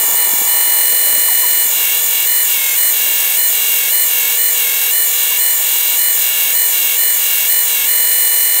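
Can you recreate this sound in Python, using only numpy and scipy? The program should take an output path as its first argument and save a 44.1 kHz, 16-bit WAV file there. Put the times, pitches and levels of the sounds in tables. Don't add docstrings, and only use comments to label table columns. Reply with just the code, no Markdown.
import sys
import numpy as np
from scipy import signal
from scipy.fft import rfft, irfft, next_fast_len
from scipy.io import wavfile
from scipy.ndimage import uniform_filter1d

SR = 44100
rng = np.random.default_rng(int(sys.argv[2]) if len(sys.argv) > 2 else 0)


def voltage_ratio(decibels):
    exponent = np.asarray(decibels, float) / 20
    return 10 ** exponent


def to_wav(s):
    ch = np.atleast_2d(s).T
    pcm = np.round(np.clip(ch, -1, 1) * 32767)
    wavfile.write(sys.argv[1], SR, pcm.astype(np.int16))


N = 379252

PARTNERS = [-.288, -.0752, 0, .0752, .288]


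def unit(x):
    return x / np.sqrt(np.mean(x ** 2) + 1e-20)


def curve(rows):
    times, values = np.transpose(rows)
    return np.interp(np.arange(N) / SR, times, values)


def wobble(rate, step=1):
    knots = rng.standard_normal(int(N * rate / SR) + 4)
    return np.interp(np.arange(0, N, step) * rate / SR, np.arange(len(knots)), knots)


def noise(response):
    m = next_fast_len(N)
    white = rfft(rng.standard_normal(m)) * np.sqrt(SR / 2)
    return irfft(white * response(np.fft.rfftfreq(m, 1 / SR) + 1), m)[:N]


def colour(points):
    hz, db = np.transpose(points)
    return lambda f: voltage_ratio(np.interp(np.log(f), np.log(hz), db))


def resonances(peaks):
    return lambda f: sum(voltage_ratio(db) * np.sqrt(w) * f / (c * c - f * f + 1j * f * w) for c, w, db in peaks)


def casing_db(hz):
    # (frequency [Hz], width [Hz], lift [dB])
    modes = [(2170, 130, 9), (2845, 120, 10), (7000, 300, 5), (8850, 300, 5), (12200, 340, 10),
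             (13430, 480, 10), (15200, 400, 7)]
    power = sum(voltage_ratio(db) ** 2 / (1 + (2 * (hz - c) / w) ** 2) ** 2 for c, w, db in modes)
    return 10 * np.log10(1 + power)


def spindle():
    # (touch [s], bite [s], sag at bite [Hz], lift [s], sag at lift [Hz])
    pushes = [(-.1, 0, 3.5, .14, 11), (.23, .34, 11, .455, 12.8), (1.625, 1.895, 38.5, 2.025, 11),
              (1.97, 2.12, 17.5, 2.24, 26.5), (2.412, 2.6, 43.5, 2.74, 52),
              (2.895, 2.985, 31.5, 3.12, 27.5), (3.0, 3.12, 27.5, 3.22, 33), (3.1, 3.22, 33, 3.345, 37.5),
              (3.46, 3.56, 21.5, 3.66, 29.5), (3.55, 3.7, 29, 3.885, 42), (4.034, 4.139, 29.5, 4.254, 39),
              (4.15, 4.254, 39, 4.352, 25), (4.485, 4.665, 43, 4.81, 35), (4.7, 4.81, 35, 4.897, 34),
              (5.03, 5.077, 10, 5.363, 32.5), (5.5, 5.62, 15, 5.8, 23), (5.6, 5.8, 23, 5.95, 23.5),
              (6.1, 6.254, 26, 6.516, 34.5), (6.652, 6.758, 23, 6.943, 38), (7.095, 7.3, 27.5, 7.457, 36.5),
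              (7.605, 7.79, 37.5, 7.843, 39.5)]
    free_hz, recover_s, inertia_s = 591.75, .036, .016
    t = np.arange(N) / SR
    sags = [np.interp(t, [touch, bite, lift, lift + recover_s], [0, first, last, 0])
            for touch, bite, first, lift, last in pushes]
    sag = np.max(sags, axis=0)
    return free_hz - uniform_filter1d(sag, size=round(inertia_s * SR), mode="nearest")


def partners(states):
    # (multiple, loaded below [dB], idle below [dB], loaded above [dB], idle above [dB])
    far_rows = [(10, -60, -60, -60, -60), (12, -58, -47, -48, -47), (15, -50, -43, -55, -44),
                (19, -60, -56, -60, -52), (21, -40, -35, -60, -45), (24, -39, -39, -50, -38),
                (26, -52, -42, -42, -35), (28, -50, -40, -42, -40)]
    multiple, *far = np.transpose(far_rows)
    under, under_idle, over, over_idle = (np.interp(states[0][0], multiple, db) for db in far)
    loaded = len(states) - 1
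    return [[under] * loaded + [under_idle], *np.transpose(states)[1:], [over] * loaded + [over_idle]]


def gears(teeth, speed, rough, drift):
    # (multiple, below [dB], centre [dB], above [dB])
    forced = [(2, -61, -48, -59), (3, -45, -41, -42), (4, -33, -32, -39), (5, -43, -38, -38),
              (6, -44, -36, -47), (7, -47, -37, -45), (8, -46, -44, -51), (9, -60, -57, -59),
              (10, -49, -46, -49), (11, -47, -39, -45), (12, -36, -39, -43), (13, -41, -35, -39),
              (14, -32, -44, -39), (15, -41, -39, -34), (16, -32, -38, -33), (17, -43, -47, -41),
              (18, -48, -59, -45), (19, -51, -56, -51), (20, -43, -50, -43), (21, -31, -40, -45),
              (22, -28, -36, -33), (23, -39, -41, -39), (24, -30, -44, -32), (25, -32, -38, -33),
              (26, -44, -42, -32), (27, -47, -49, -37), (28, -40, -40, -40)]
    pressed = [(2, -61, -48, -56), (3, -43, -45, -41), (4, -37, -33, -37), (5, -40, -29, -37),
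               (6, -40, -38, -49), (7, -46, -34, -48), (8, -47, -47, -61), (9, -61, -50, -54),
               (10, -47, -46, -47), (11, -50, -41, -37), (12, -36, -37, -37), (13, -46, -40, -46),
               (14, -40, -38, -36), (15, -42, -38, -35), (16, -35, -41, -33), (17, -38, -45, -42),
               (18, -60, -61, -44), (19, -50, -48, -53), (20, -37, -46, -45), (21, -40, -49, -46),
               (22, -27, -36, -39), (23, -43, -55, -39), (24, -31, -35, -25), (25, -38, -54, -40),
               (26, -42, -44, -34), (27, -35, -36, -28), (28, -40, -40, -40)]
    leaning = [(2, -55, -50, -53), (3, -46, -50, -42), (4, -40, -35, -42), (5, -38, -31, -41),
               (6, -37, -39, -60), (7, -51, -32, -50), (8, -46, -52, -61), (9, -61, -48, -52),
               (10, -49, -46, -55), (11, -40, -43, -37), (12, -39, -36, -33), (13, -41, -38, -43),
               (14, -35, -40, -37), (15, -38, -32, -30), (16, -33, -38, -32), (17, -40, -44, -39),
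               (18, -44, -51, -44), (19, -55, -50, -51), (20, -35, -55, -44), (21, -39, -39, -37),
               (22, -32, -39, -38), (23, -32, -47, -38), (24, -25, -32, -31), (25, -42, -39, -29),
               (26, -37, -40, -33), (27, -37, -41, -27), (28, -40, -40, -40)]
    touching = [(2, -51, -49, -52), (3, -45, -51, -38), (4, -36, -44, -46), (5, -45, -36, -42),
                (6, -40, -40, -44), (7, -46, -42, -44), (8, -49, -52, -60), (9, -59, -48, -50),
                (10, -48, -50, -53), (11, -41, -38, -36), (12, -37, -26, -34), (13, -32, -39, -36),
                (14, -35, -38, -32), (15, -32, -32, -33), (16, -31, -41, -36), (17, -38, -42, -35),
                (18, -49, -47, -44), (19, -51, -53, -46), (20, -38, -41, -44), (21, -29, -37, -37),
                (22, -43, -44, -40), (23, -32, -35, -27), (24, -36, -41, -35), (25, -42, -35, -30),
                (26, -30, -30, -24), (27, -39, -34, -32), (28, -40, -40, -40)]
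    idle = [(2, -55, -57, -54), (3, -45, -38, -36), (4, -37, -48, -47), (5, -44, -29, -57),
            (6, -47, -41, -48), (7, -44, -30, -48), (8, -60, -46, -60), (9, -53, -60, -57),
            (10, -51, -46, -43), (11, -44, -42, -40), (12, -40, -32, -38), (13, -33, -55, -41),
            (14, -44, -46, -30), (15, -30, -39, -25), (16, -29, -46, -32), (17, -51, -50, -40),
            (18, -55, -49, -42), (19, -53, -44, -60), (20, -56, -46, -44), (21, -29, -43, -41),
            (22, -45, -60, -38), (23, -25, -34, -34), (24, -39, -37, -27), (25, -34, -36, -33),
            (26, -39, -37, -23), (27, -40, -40, -40), (28, -40, -40, -40)]
    state_hz = [548, 558, 570, 583, 591]
    swell = {3: 1, 4: .45, 5: 1, 7: .3}
    # (time [s], level [dB])
    shade = [
        (0, 0),
        (1.25, 0),
        (1.33, -6),
        (8.04, -6),
        (8.1, 0),
    ]
    shaded, shaft = 16, 1 / 16
    grip_db = 1.3
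    step, out = 16, np.zeros(N)
    at, turn, rate = np.arange(0, N, step), teeth[::step], speed[::step]
    free = np.clip((rate - 575) / 18, .15, 1)
    for states in zip(forced, pressed, leaning, touching, idle):
        k, slow, start = round(states[0][0]), 0, rng.uniform(0, 2 * np.pi)
        late = rng.uniform(0, 80)
        for offset, level_db in zip(PARTNERS, partners(states)):
            force_db = level_db - casing_db((k + offset) * np.array(state_hz))
            level = voltage_ratio(np.interp(rate, state_hz, force_db) + casing_db((k + offset) * rate))
            quarter = np.pi / 2 * (1 - swell.get(k, 0))
            lead = start + (offset != 0) * rng.normal(quarter, .3 + k / 50)
            slow = slow + level * np.exp(1j * (offset * (turn + late) + lead))
        slow = slow * (1 + 2j * (k / 33) ** 1.5 * free * np.cos(shaft * (turn + late)))
        grit = wobble(220, step) + 1j * wobble(220, step)
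        slow = slow * (1 + rough * np.sqrt(k / 15) * grit)
        slow = slow * np.exp(1j * drift * k * wobble(14, step))
        slow = slow * voltage_ratio(grip_db * (1 - free) * wobble(11, step))
        if k == shaded:
            slow = slow * voltage_ratio(curve(shade)[::step])
        out += np.interp(np.arange(N), at, slow.real) * np.cos(k * teeth)
        out -= np.interp(np.arange(N), at, slow.imag) * np.sin(k * teeth)
    return np.sqrt(2) * out


def bearing(teeth, load):
    # (multiple of ball passes, level [dB])
    ball_overtones = [(14, -51), (16, -47), (17, -51), (18, -45), (19, -50), (20, -47), (21, -44), (22, -50),
                      (24, -49), (25, -43), (26, -40), (27, -37), (28, -50), (29, -44), (30, -47), (31, -38),
                      (32, -49), (33, -50), (34, -44), (35, -42), (36, -38), (37, -46), (38, -52), (39, -50),
                      (40, -45), (41, -49), (44, -50), (45, -52), (47, -50),
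                      (12, -57), (13, -58), (15, -58), (23, -55), (42, -54), (43, -56), (46, -54), (48, -50),
              (49, -56), (51, -52), (52, -55), (53, -49), (54, -49), (56, -48), (57, -52), (58, -46),
              (59, -47), (60, -49), (62, -48), (63, -48), (64, -46), (65, -52), (80, -45), (102, -47),
              (106, -46)]
    # (multiple of tooth rate, level [dB])
    stray_lines = [(2.894, -42), (3.256, -38), (3.404, -44), (3.48, -42), (3.548, -45), (4.52, -54),
                   (4.85, -46), (7.18, -49), (7.41, -53), (8.11, -54), (9.52, -51), (9.7, -50),
                   (13.72, -41), (14.44, -43), (16.3, -41), (17.14, -44), (17.45, -41), (18.95, -39),
                   (19.71, -42), (21.54, -43), (22.23, -39), (22.6, -39), (24.3, -38), (25.35, -39),
                   (26.23, -37)]
    balls = .1808
    graze_end_s, graze_db = .5, -7

    def line(k, db):
        return voltage_ratio(db + 1.2 * wobble(12)) * np.sin(k * teeth + rng.uniform(0, 2 * np.pi))

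    comb = sum(line(k * balls, db) for k, db in ball_overtones)
    strays = sum(line(k, db) for k, db in stray_lines)
    grazing = np.arange(N) < graze_end_s * SR
    return np.sqrt(2) * (voltage_ratio(2 + graze_db * grazing) * load * comb + (1 - load) ** 2 * strays)


def airflow(teeth, load):
    # (frequency [Hz], level [dB per Hz])
    motor = [(300, -130), (1100, -95), (1600, -73), (2600, -73.5), (4300, -71.5), (5300, -70.5),
             (6200, -66.5), (7200, -63), (8000, -63.5), (9000, -62), (10300, -66), (11600, -61.5),
             (13000, -60.5), (14500, -59.5), (16000, -58)]
    # (frequency [Hz], level [dB per Hz])
    cloth = [(400, -130), (1200, -92), (1800, -73), (2500, -75.5), (3300, -73), (4100, -75.5), (5000, -76),
             (7000, -90)]
    # (frequency [Hz], width [Hz], level [dB])
    housing = [(1840, 210, -49), (2035, 77, -39)]
    beat = 1 + .35 * np.cos(teeth) + .15 * np.cos(PARTNERS[3] * teeth)
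    swelling = voltage_ratio(1.5 * load + .7 * wobble(25))
    hiss = beat * swelling * noise(lambda f: colour(motor)(f) * voltage_ratio(casing_db(f) / 2.2))
    rubbing = load * noise(colour(cloth))
    singing = (1 - .85 * load) * noise(resonances(housing))
    return hiss + rubbing + singing


def workshop():
    # (frequency [Hz], level [dB])
    hum_lines = [(120, -88), (168.19, -67), (168.7, -57), (240, -61), (360, -62), (454, -54), (480, -44.5),
                 (960, -44), (1424, -50), (1440, -50)]
    # (multiple of stroke rate, level [dB])
    strokes = [(12, -63), (14, -63), (15, -40), (17, -41), (18, -39.5), (20, -50), (21, -45), (22, -52),
               (24, -47)]
    # (frequency [Hz], level [dB per Hz])
    floor = [(53, -95), (90, -62), (162, -21), (307, -27), (410, -7.5), (474, -1.5), (541, -12.5),
             (625, 1.5), (768, -0.5), (953, 2), (1040, -7), (1200, -3.5), (1340, -8.5), (1420, -12),
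             (1600, -13.5), (2080, -34), (3520, -120)]
    # (frequency [Hz], width [Hz], level [dB])
    room_notes = [(600, 14, -4), (640, 22, 0), (725, 22, -2), (835, 30, -1), (1130, 40, -5)]
    stroke_hz, stop_s, fade_s = 54.5, .88, .089
    t = np.arange(N) / SR
    hum = sum(voltage_ratio(db + 1.4 * wobble(3.0)) * np.sin(2 * np.pi * hz * t + 0.26 * wobble(6.5))
              for hz, db in hum_lines)
    pump = sum(voltage_ratio(db) * np.sin(2 * np.pi * k * stroke_hz * t + 0.5 * wobble(8.4) + rng.uniform(0, 1))
               for k, db in strokes)
    running = np.clip((stop_s - t) / fade_s, 0, 1)
    tones = np.sqrt(2) * (hum + running * pump)
    return tones + voltage_ratio(-40) * unit(noise(colour(floor))) + voltage_ratio(-47) * unit(noise(resonances(room_notes)))


def hands():
    # (time [s], peak [dB], frequency [Hz], t60 [s])
    bumps = [(0.031, -24, 420, 0.056), (0.083, -26, 308, 0.041), (0.13, -32, 398, 0.045),
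             (0.271, -25, 347, 0.041), (0.333, -19, 290, 0.035), (0.416, -16, 450, 0.028),
             (0.414, -22, 280, 0.03), (0.471, -30, 361, 0.045), (0.675, -26, 350, 0.032),
             (0.719, -33, 371, 0.045), (0.965, -28, 350, 0.03), (1.025, -34, 371, 0.039),
             (1.092, -29, 396, 0.041), (1.133, -28, 270, 0.035), (1.176, -26, 275, 0.049),
             (1.455, -28, 400, 0.035), (1.573, -30, 385, 0.035), (1.52, -33, 220, 0.035),
             (1.661, -31, 250, 0.038), (1.726, -33, 420, 0.04), (2.575, -34, 250, 0.041),
             (3.064, -26, 600, 0.03), (3.081, -28, 330, 0.03), (0.893, -25, 700, 0.04),
             (1.02, -28, 590, 0.036), (1.066, -30, 600, 0.05), (1.16, -23, 600, 0.04),
             (0.47, -28, 830, 0.03)]
    # (time [s], peak [dB], frequency [Hz], t60 [s], pitch fall [share])
    taps = [
        (0.68, -26, 964, 0.05, .18),
        (1.204, -28, 940, 0.05, .18),
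        (1.284, -8, 850, 0.044, .5),
        (1.314, -11, 740, 0.04, 0.11),
        (1.432, -17.5, 945, 0.1, 0.244),
        (5.316, -17, 970, 0.057, .18),
    ]
    # (frequency [Hz], level [dB per Hz])
    sliding = [(25, -70), (70, -52), (150, -10), (300, -6), (600, 1), (1000, -2.5), (2000, -18)]
    # (frequency [Hz], level [dB per Hz])
    arms = [(20, -12), (50, -7), (110, 2), (170, -8), (260, -60)]
    # (time [s], shuffle level [dB])
    restless = [
        (0, -36),
        (.72, -40.5),
        (1.03, -35.5),
        (1.27, -43.5),
        (1.77, -42),
        (2.39, -53),
        (3.11, -49),
        (3.7, -50.5),
        (8.6, -60),
    ]
    out, t = np.zeros(N + SR), np.arange(SR // 8) / SR
    puff = unit(noise(colour(sliding)))
    for s, db, hz, t60 in bumps:
        first = round(s * SR)
        push = np.sin(2 * np.pi * hz * t) + 0.67 * puff[first:][:len(t)]
        out[first:][:len(t)] += voltage_ratio(db - 60 * t / t60) * (1 - np.exp(-t / 0.0014)) * push
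    for s, db, hz, t60, drop in taps:
        first = round((s - .006) * SR)
        cycles = hz * (t + drop * 0.0102 * (1 - np.exp(-t / 0.0076)))
        envelope = voltage_ratio(db + 7.0 - 60 * t / t60) * (1 - np.exp(-t / 0.011)) ** 2
        out[first:][:len(t)] += envelope * np.sin(2 * np.pi * cycles)
    motion_db = curve(restless)
    shuffle = voltage_ratio(motion_db + 3.0 * wobble(30)) * unit(noise(colour(sliding)))
    thud_db = -66 + 1.5 * (motion_db + 38.5) + 3.7 * wobble(22.1)
    return out[:N] + shuffle + voltage_ratio(thud_db) * unit(noise(colour(arms)))


def scene():
    machine_db, settle_s = 1.25, .04
    speed = spindle()
    teeth = 2 * np.pi * np.cumsum(speed) / SR
    load = uniform_filter1d(np.clip((590.5 - speed) / 18, 0, 1), size=round(settle_s * SR))
    whine = gears(teeth, speed, rough=.14, drift=.01)
    lathe = voltage_ratio(machine_db) * (whine + airflow(teeth, load)) + bearing(teeth, load)
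    mix = lathe + workshop() + hands()
    return np.array([mix, mix])


def roll_off(x):
    return signal.sosfilt(signal.butter(12, 16740, fs=SR, output="sos"), x)


def record(dry):
    top_hz, low_cut_hz = 15770, 50
    clipped = dry / (1 + np.abs(dry / .95) ** 16) ** (1 / 16)
    m = next_fast_len(N + 4096)
    hz = np.fft.rfftfreq(m, 1 / SR)
    low_cut = hz ** 2 / (hz ** 2 + low_cut_hz ** 2)
    band = np.clip((top_hz + 50 - hz) / 100, 0, 1) ** 2 * low_cut
    mix = irfft(rfft(clipped, m) * band, m)[:, :N]
    return roll_off(mix)


dry = scene()
out = record(dry)
to_wav(out)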